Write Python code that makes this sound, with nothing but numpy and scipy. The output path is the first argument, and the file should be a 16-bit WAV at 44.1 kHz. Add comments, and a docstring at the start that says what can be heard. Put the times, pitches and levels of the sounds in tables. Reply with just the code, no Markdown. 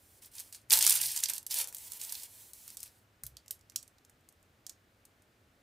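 """On a craft table, to the right of a camera's stereo microphones, a plastic piping bag is gripped and turned.
A murmur of house and hiss runs throughout; from the start, filtered noise rustles and dense slip bursts crackle.
Soon creases snap singly, each a short resonant burst, and a low sine hums briefly; a small room answers the bag.
After three seconds only lone creases pop, and a hand lands softly, ringing decaying sines of the table top."""
import sys
import numpy as np
from scipy import signal
from scipy.fft import rfft, irfft, next_fast_len
from scipy.io import wavfile
from scipy.ndimage import uniform_filter1d

SR = 44100
rng = np.random.default_rng(int(sys.argv[2]) if len(sys.argv) > 2 else 0)


def decibels_to_gain(level_db):
    """Convert a level in decibels to a linear amplitude gain (20 dB per decade)."""
    exponent = np.asarray(level_db, float) / 20
    return 10 ** exponent


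def dump(signal):
    """Clip the signal to [-1, 1] and save it as 16-bit WAV at the path in sys.argv[1]."""
    limited = np.clip(np.atleast_2d(signal).T, -1, 1)
    pcm = np.round(limited * 32767).astype(np.int16)
    wavfile.write(sys.argv[1], SR, pcm)


N = 247842  # length in samples


def unit(x):
    """Scaled to rms 1."""
    return x / np.sqrt(np.mean(x ** 2) + 1e-20)


def along(points, hz):
    """(Hz, value) points read on a log frequency axis."""
    f, v = np.transpose(points)
    return np.interp(np.log(hz + 1), np.log(f + 1), v)


def filtered(x, response):
    """x times a response of frequency."""
    m = next_fast_len(N + 8192)
    return irfft(rfft(x, m) * response(np.fft.rfftfreq(m, 1 / SR)), m)[..., :N]


def sides(pan_db):
    """Left and right gains for a left-over-right level difference."""
    return decibels_to_gain(np.array([pan_db / 2, -pan_db / 2]))


def laid(start_s, rows):
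    """Short sounds summed at their start times."""
    at = np.round(start_s * SR).astype(int)[:, None] + np.arange(rows.shape[1])
    return np.bincount(at.ravel(), rows.ravel(), N + SR)[:N]


# Spectrum of the air at the microphones. Each row: frequency in Hz, relative density in dB.
AIR = [(15, -39.5), (25, -17.5), (103, -3.5), (150, -15.5), (214, -13), (422, -16.5), (584, -17),
       (854, -20.5), (927, -22.5), (1470, -19.5), (5570, -32), (8140, -34), (11900, -37.5), (15200, -35),
       (16500, -53.5)]
# How alike the two microphones hear that air. Each row: frequency in Hz, left-right likeness (1 = same).
AIR_ALIKE = [(60, 1), (130, 1), (290, 0.83), (640, 0.917), (1410, 0.07), (3100, 0.74), (6820, 0.73),
             (15000, 1)]
AIR_DB = -68  # rms


def room_tone():
    """Steady murmur of the house and microphone hiss, as noise whose likeness sets its mid/side balance."""
    def mid_and_side(hz):
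        turn = np.arccos(np.clip(along(AIR_ALIKE, hz), -1, 1)) / 2
        return decibels_to_gain(along(AIR, hz)) * [np.cos(turn), np.sin(turn)]

    mid, side = filtered(rng.standard_normal((2, N)), mid_and_side)
    return decibels_to_gain(AIR_DB) * unit(np.array([mid + side, mid - side]))


# Squeezes of the bag. Each row: start in seconds, length in seconds, film level in dB at the start
# (before panning), change in dB to the end, share of smooth rustle from 0 to 1.
SQUEEZES = [(.0, 0.19, -68, 3, .9), (0.224, 0.05, -54, -6, 0.45), (0.318, .09, -60.5, 16, 0.34),
            (0.433, 0.075, -57.5, -6, .5), (0.528, 0.032, -51, 0.5, 0.02), (0.577, 0.054, -67, -6.5, 0),
            (0.719, 0.065, -23, -8, 0.35), (0.805, 0.18, -28.5, -3, 0.02), (1.002, .2, -33.5, -8.5, 0),
            (1.234, 0.0077, -30, -14, 0), (1.29, 0.012, -36, 2, 0), (1.345, 0.018, -43.5, 4.5, 0),
            (1.505, 0.11, -40.5, 9.5, 0.36), (1.685, 0.0063, -43, -5.5, 0.95), (1.733, 0.15, -55, 6.5, 1),
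            (1.899, 0.076, -53, 5.5, 1), (1.998, 0.26, -46, -3, 0.5), (2.283, .14, -59, 4.5, 1),
            (2.418, 0.095, -56.5, -4, 1), (2.538, 0.21, -58, 2, 1), (2.685, 0.067, -53, -9, 0),
            (2.789, 0.087, -56.5, 0, 0.05), (2.88, 0.15, -69, -7, 0.5)]
RISE_S, FALL_S = 0.035, 0.051  # time to gain or lose 60 dB: the hand tightens fast, lets go more slowly


def grip():
    """Each squeeze rises, drifts and falls away; the strongest one at any moment leads."""
    start, length, db, change_db, share = np.transpose(SQUEEZES)[:, :, None]
    since = np.arange(N) / SR - start
    drift_db = change_db * np.clip(since / length, 0, 1)
    rise_db = 60 * np.minimum(since, 0) / RISE_S
    fall_db = -60 * np.maximum(since - length, 0) / FALL_S
    level_db = db + drift_db + rise_db + fall_db
    leader = level_db.argmax(0)
    return level_db.max(0), np.clip(share[leader, 0], 0, 1)


def buckles(centre_hz, t60, sharp, peak_db, strike, size):
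    """Each buckle is a spiky burst of slips that dies fast, coloured by a broad resonance of its patch; peak 1."""
    t = np.arange(size) / SR
    hz = np.fft.rfftfreq(2 * size, 1 / SR)
    centre = centre_hz[:, None]
    slips = rng.standard_normal((len(centre), size))
    spiky = slips * np.abs(slips) ** sharp
    onset = 1 - np.exp(-t / 0.000077)
    decay = decibels_to_gain(-60 * t / np.clip(t60, .002, .08)[:, None]) + strike * decibels_to_gain(-60 * t / 0.01)
    tones = rfft(spiky * onset * decay, 2 * size)
    # slips excite all pitches alike
    power = uniform_filter1d(np.abs(tones) ** 2, size=size // 16 + 1)
    even = tones / np.sqrt(np.abs(power) + 1e-12)
    damping = .5j * hz * centre
    patch = 1 + decibels_to_gain(peak_db) * damping / (centre ** 2 - hz ** 2 + damping)
    burst = irfft(even * patch)[:, :size]
    return burst / np.abs(burst).max(1, keepdims=True)


HELD_S = 3.0  # small buckles are scattered from the start to here


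def crackle(spectrum, smooth, centre_hz, spread_db, wide, count):
    """Many small buckles of very uneven size and colour, and plain noise; two-sided, rms 1 where they sound."""
    when, size, place, colour = rng.random((count, 4)).T
    hz = centre_hz * np.exp(1.1 * (colour - .5))
    rows = buckles(hz, 0.024 + 0.072 * size, sharp=0.067, peak_db=13.5, strike=3.6, size=256)
    rows = rows * decibels_to_gain(-spread_db * np.log(1 - .97 * size))[:, None]
    gains = sides(wide * (place - .5) * 20)
    grains = np.array([laid(when * HELD_S, rows * side[:, None]) for side in gains])
    grains = filtered(grains, lambda hz: decibels_to_gain(along(spectrum, hz)))
    grains = unit(grains) * np.sqrt(HELD_S * SR / N)
    near, apart = filtered(rng.standard_normal((2, N)), lambda hz: decibels_to_gain(along(smooth, hz)))
    noise = unit(np.array([near + wide * apart, near - wide * apart]))
    return grains, noise


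# Spectrum of the crisp film's crackle. Each row: frequency in Hz, relative density in dB.
FILM = [(1470, -38.5), (2500, -9), (4740, -3.5), (6920, -7.5), (8640, -0.5), (13700, -2), (15700, -2.5),
        (16500, -16)]
# Spectrum of fingers sliding on the film. Each row: frequency in Hz, relative density in dB.
SLIDE = [(2470, -37.5), (4200, -3.5), (4680, -6.5), (8210, 0.5), (14900, 0), (15900, -3.5), (16500, -13.5)]
# Spectrum of the bag's larger panels. Each row: frequency in Hz, relative density in dB.
BELLY = [(150, -48.5), (250, -23.5), (530, -12.5), (730, -12), (920, -4), (1210, -17.5), (1480, -12.5),
         (2250, -6.5), (3500, -4), (4550, -18.5), (7700, -120)]
# panels under the film at a firm squeeze; dB gained on the film per dB of squeeze; film dB of a firm squeeze
BELLY_UNDER_DB, BELLY_GROWS, FIRM_DB = 14, 0.09, -44.5
BAG_PAN_DB = -2  # left over right


def handling():
    """Squeezing crackles film and panels; sliding fingers turn the crackle into a smooth rustle."""
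    film_db, share = grip()
    belly_db = film_db - BELLY_UNDER_DB + BELLY_GROWS * (film_db - FIRM_DB)
    film = crackle(FILM, SLIDE, 7300.0, spread_db=5.5, wide=0.2, count=3500)
    belly = crackle(BELLY, BELLY, 2600.0, spread_db=5.5, wide=0.082, count=2000)
    out = 0
    for db, (grains, noise) in ((film_db, film), (belly_db, belly)):
        out = out + decibels_to_gain(db) * (np.sqrt(1 - share) * grains + np.sqrt(share) * noise)
    return out * sides(BAG_PAN_DB)[:, None]


EDGES = signal.butter(2, [3000, 14500], "bandpass", fs=SR, output="sos")  # thin film radiates no bass
PANELS = signal.butter(2, [1200, 3200], "bandpass", fs=SR, output="sos")
CORNERS = signal.butter(3, [10500, 15200], "bandpass", fs=SR, output="sos")
# corners over the film's peak; higher creases sizzle more
SIZZLE_DB, SIZZLE_DB_PER_OCTAVE, USUAL_HZ = -18.5, 8, 8360
# Creases that buckle. Each row: start in seconds, peak of the bright part in dB (before panning),
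# centre in Hz, larger panels in dB over that peak, left over right in dB.
SNAPS = [(0.2257, -66.5, 9600, 11, 11), (0.2578, -42.5, 10700, -23, 3), (0.3526, -38.5, 8220, -14, -1.5),
         (0.383, -32, 5500, -29, -5), (0.399, -28, 8540, -21, -1), (0.5263, -30, 8200, -23.5, -2),
         (0.5467, -34.5, 7600, -15.5, 3), (0.615, -53, 7400, -15.5, 6), (0.6994, -23.5, 11400, -19.5, 12),
         (0.7063, -12.5, 4270, -23, -6.5), (0.7192, -15, 10600, -25, -10), (0.7293, -8, 10100, -18, -7.5),
         (0.7352, -9.5, 4560, -24.5, -5.5), (0.7442, -16, 8780, -14, 11), (0.7726, -14.5, 10100, -27, 0),
         (0.789, -13, 11400, -26.5, -6), (0.814, -17, 8350, -33.5, -10), (0.8254, -9.5, 7800, -24, 4),
         (0.8654, -5.5, 8950, -23, -8), (0.8756, -7.5, 8970, -20.5, 2), (0.8957, -10, 10800, -26.5, -9.5),
         (0.9062, -8.5, 9050, -22, 1.5), (0.9244, -14.5, 9800, -21, -9), (0.9384, -23.5, 8550, -22, -5),
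         (0.9546, -14, 11100, -20, -4), (0.9716, -24.5, 8200, -27.5, -16), (1.0146, -16.5, 10800, -55, -12),
         (1.036, -17, 10300, -27, 4.5), (1.1622, -18, 7700, -25.5, 2), (1.1744, -19.5, 7400, -70, -9),
         (1.204, -24.5, 9150, -44, 1), (1.2366, -10, 7000, -50.5, -1.5), (1.2575, -20, 4650, -55, -8.5),
         (1.286, -25.5, 10000, -27, -11), (1.2972, -15, 10800, -63, -7.5), (1.3346, -20.5, 9500, -52, -9),
         (1.3546, -32.5, 10200, -18.5, 11), (1.3806, -23, 9070, -34, -7.5), (1.429, -38, 10700, -22, -3),
         (1.4653, -23, 10200, -31, -5), (1.5105, -25.5, 7350, -40, -9), (1.5419, -16, 10100, -30, 3),
         (1.5874, -18, 10900, -28, -3), (1.6414, -28, 7880, -32, 6), (1.6734, -22.5, 9400, -23, -2.5),
         (1.726, -34, 8300, -11, 1), (1.7469, -26.5, 11800, -38, 0.0), (1.7676, -30.5, 8700, -29, 0.0),
         (1.783, -29, 9600, -37, 2), (1.9195, -26, 10270, -31, -6), (1.9334, -31, 9300, -30, -2.5),
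         (2.014, -26.5, 8400, -39, -5), (2.0358, -31, 8900, -36, -6), (2.0484, -27.5, 7470, -34, -1),
         (2.094, -29.5, 5150, -32, -7), (2.1231, -22, 10300, -23.5, -5), (2.153, -27, 3960, -34, -6),
         (2.1975, -40, 4280, -27, -15), (2.2334, -27, 9100, -33, 0), (2.5338, -30, 9400, -27, 1.5),
         (2.678, -28.5, 9600, -20, -4), (2.7026, -31, 9200, -19.5, -3), (2.7701, -26, 8500, -32, -5),
         (2.804, -31.5, 9400, -30, 7), (2.83, -26, 9300, -55, 4), (2.8364, -29.5, 9860, -17, -4),
         (3.2354, -25.5, 10600, -19.5, 3), (3.253, -43, 6850, -31, -0.5), (3.2653, -26.5, 12300, -49, -4),
         (3.3687, -32.5, 4170, -19, -3.5), (3.4607, -48.5, 5870, -5, -0.5), (3.48, -33.5, 6640, -47, -3.5),
         (3.5084, -21, 11100, -63, -4), (3.5925, -50, 7810, -24, 0.0), (3.6107, -49, 6020, -30, -5),
         (3.698, -39.5, 6040, -21, -5), (3.7206, -48.5, 6000, -2, 0), (3.7597, -17.5, 6590, -30, -5),
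         (3.828, -38.5, 8700, -29, -6), (3.8781, -45, 8340, -22.5, -6), (3.9831, -53, 4620, -28, -6),
         (4.0489, -46, 6830, -41, -1.5), (4.0963, -46, 8070, -11.5, -4), (4.2093, -58, 8230, -19.5, 3),
         (4.2882, -39.5, 8340, -33, 3), (4.3246, -50.5, 10200, -26, -6), (4.4278, -51.5, 8040, -20.5, -7),
         (4.6657, -29, 6300, -25.5, -5.5), (4.6952, -27, 6920, -31, -5.5), (5.0521, -43.5, 8780, -27, 3),
         (5.2211, -53, 7960, -19, 1)]


def snaps():
    """Single creases: the buckle, a duller part from the larger panels and a sizzle from tight corners."""
    start_s, db, hz, panels_db, pan_db = np.transpose(SNAPS)
    corners_db = SIZZLE_DB + SIZZLE_DB_PER_OCTAVE * np.log2(hz / USUAL_HZ)
    burst = buckles(hz, np.full(len(hz), .024), sharp=1.0, peak_db=9.5, strike=0.79, size=2048)

    def part(band):
        heard = signal.sosfilt(band, burst)
        return heard / np.abs(heard).max(1, keepdims=True)

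    dull = decibels_to_gain(panels_db)[:, None] * part(PANELS)
    sizzle = decibels_to_gain(corners_db)[:, None] * part(CORNERS)
    rows = decibels_to_gain(db)[:, None] * (part(EDGES) + dull + sizzle)
    return np.array([laid(start_s, rows * side[:, None]) for side in sides(pan_db)])


# The low hum. Each row: start in seconds, length in seconds, frequency in Hz, rms level in dB.
HUM = [(.635, 0.52, 127.6, -65)]
HUM_FADE_S = .07


def hum():
    """A pure low tone that comes and goes."""
    start, length, hz, db = HUM[0]
    t = np.arange(N) / SR - start
    fade = np.clip(np.minimum(t, length - t) / HUM_FADE_S, 0, 1)
    return fade * np.sqrt(2) * decibels_to_gain(db) * np.sin(2 * np.pi * hz * t)


# Heel and fingers landing on the table. Each row: start in seconds, strength in dB.
HAND = [(3.232, -54), (3.31, -62)]
# Modes of the table top. Each row: frequency in Hz, level in dB over the strength, 60 dB decay in seconds.
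TABLE = [(65.1, 8, 0.25), (131, 8.5, 0.16), (92.6, -3, 0.32)]


def hand():
    """A soft palm sets the table's lowest modes going."""
    start_s, db = np.transpose(HAND)
    t = np.arange(SR // 2) / SR
    ring = sum(decibels_to_gain(level - 60 * t / t60) * np.sin(2 * np.pi * hz * t) for hz, level, t60 in TABLE)
    soft_onset = 1 - np.exp(-t / 0.012)
    return laid(start_s, decibels_to_gain(db)[:, None] * ring * soft_onset)


# Decay of the small room. Each row: frequency in Hz, 60 dB decay in seconds.
ROOM = [(500, 0.55), (2500, 0.19), (5000, .17), (9000, 0.15), (15000, 0.12)]


def room(x):
    """Near objects and walls answer; a fresh noise tail for each short stretch, as the bag keeps moving."""
    out, step, size, delay = np.zeros((2, N + SR)), 4096, 12288, 90  # samples
    for start in range(0, N, step):
        hz, t, z = signal.stft(rng.standard_normal((2, size)), SR, nperseg=256)
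        decay = decibels_to_gain(-60 * t / along(ROOM, hz)[:, None])
        tail = signal.istft(z * decay, SR, nperseg=256)[1]
        tail = tail + 4.2 * tail[0]  # both microphones hear much the same walls
        wet = signal.fftconvolve(x[:, start:start + step], tail / np.linalg.norm(tail[0]), axes=1)
        out[:, start + delay:start + delay + wet.shape[1]] += wet
    return out[:, :N]


def scene():
    """Bag, hand, hum and room tone; the room answers the bag."""
    pops, rustle = snaps(), handling()
    answer = room(decibels_to_gain(-8.5) * pops + decibels_to_gain(-3.5) * rustle)
    return pops + rustle + answer + hand() + hum() + room_tone()


# The camera's treble roll-off. Each row: frequency in Hz, gain in dB.
TREBLE = [(15500, 0), (15900, -23), (16800, -31)]


def camera_treble(x):
    """The camera passes little above 16 kHz."""
    return filtered(x, lambda hz: decibels_to_gain(along(TREBLE, hz)))


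def top_cut(x):
    """Nothing passes above the cut-off."""
    return signal.sosfilt(signal.butter(12, 16840, fs=SR, output="sos"), x)


def record(dry):
    """The scene as the camera takes it down, its treble rolled off."""
    mix = camera_treble(dry)
    return top_cut(mix)


dry = scene()
out = record(dry)
dump(out)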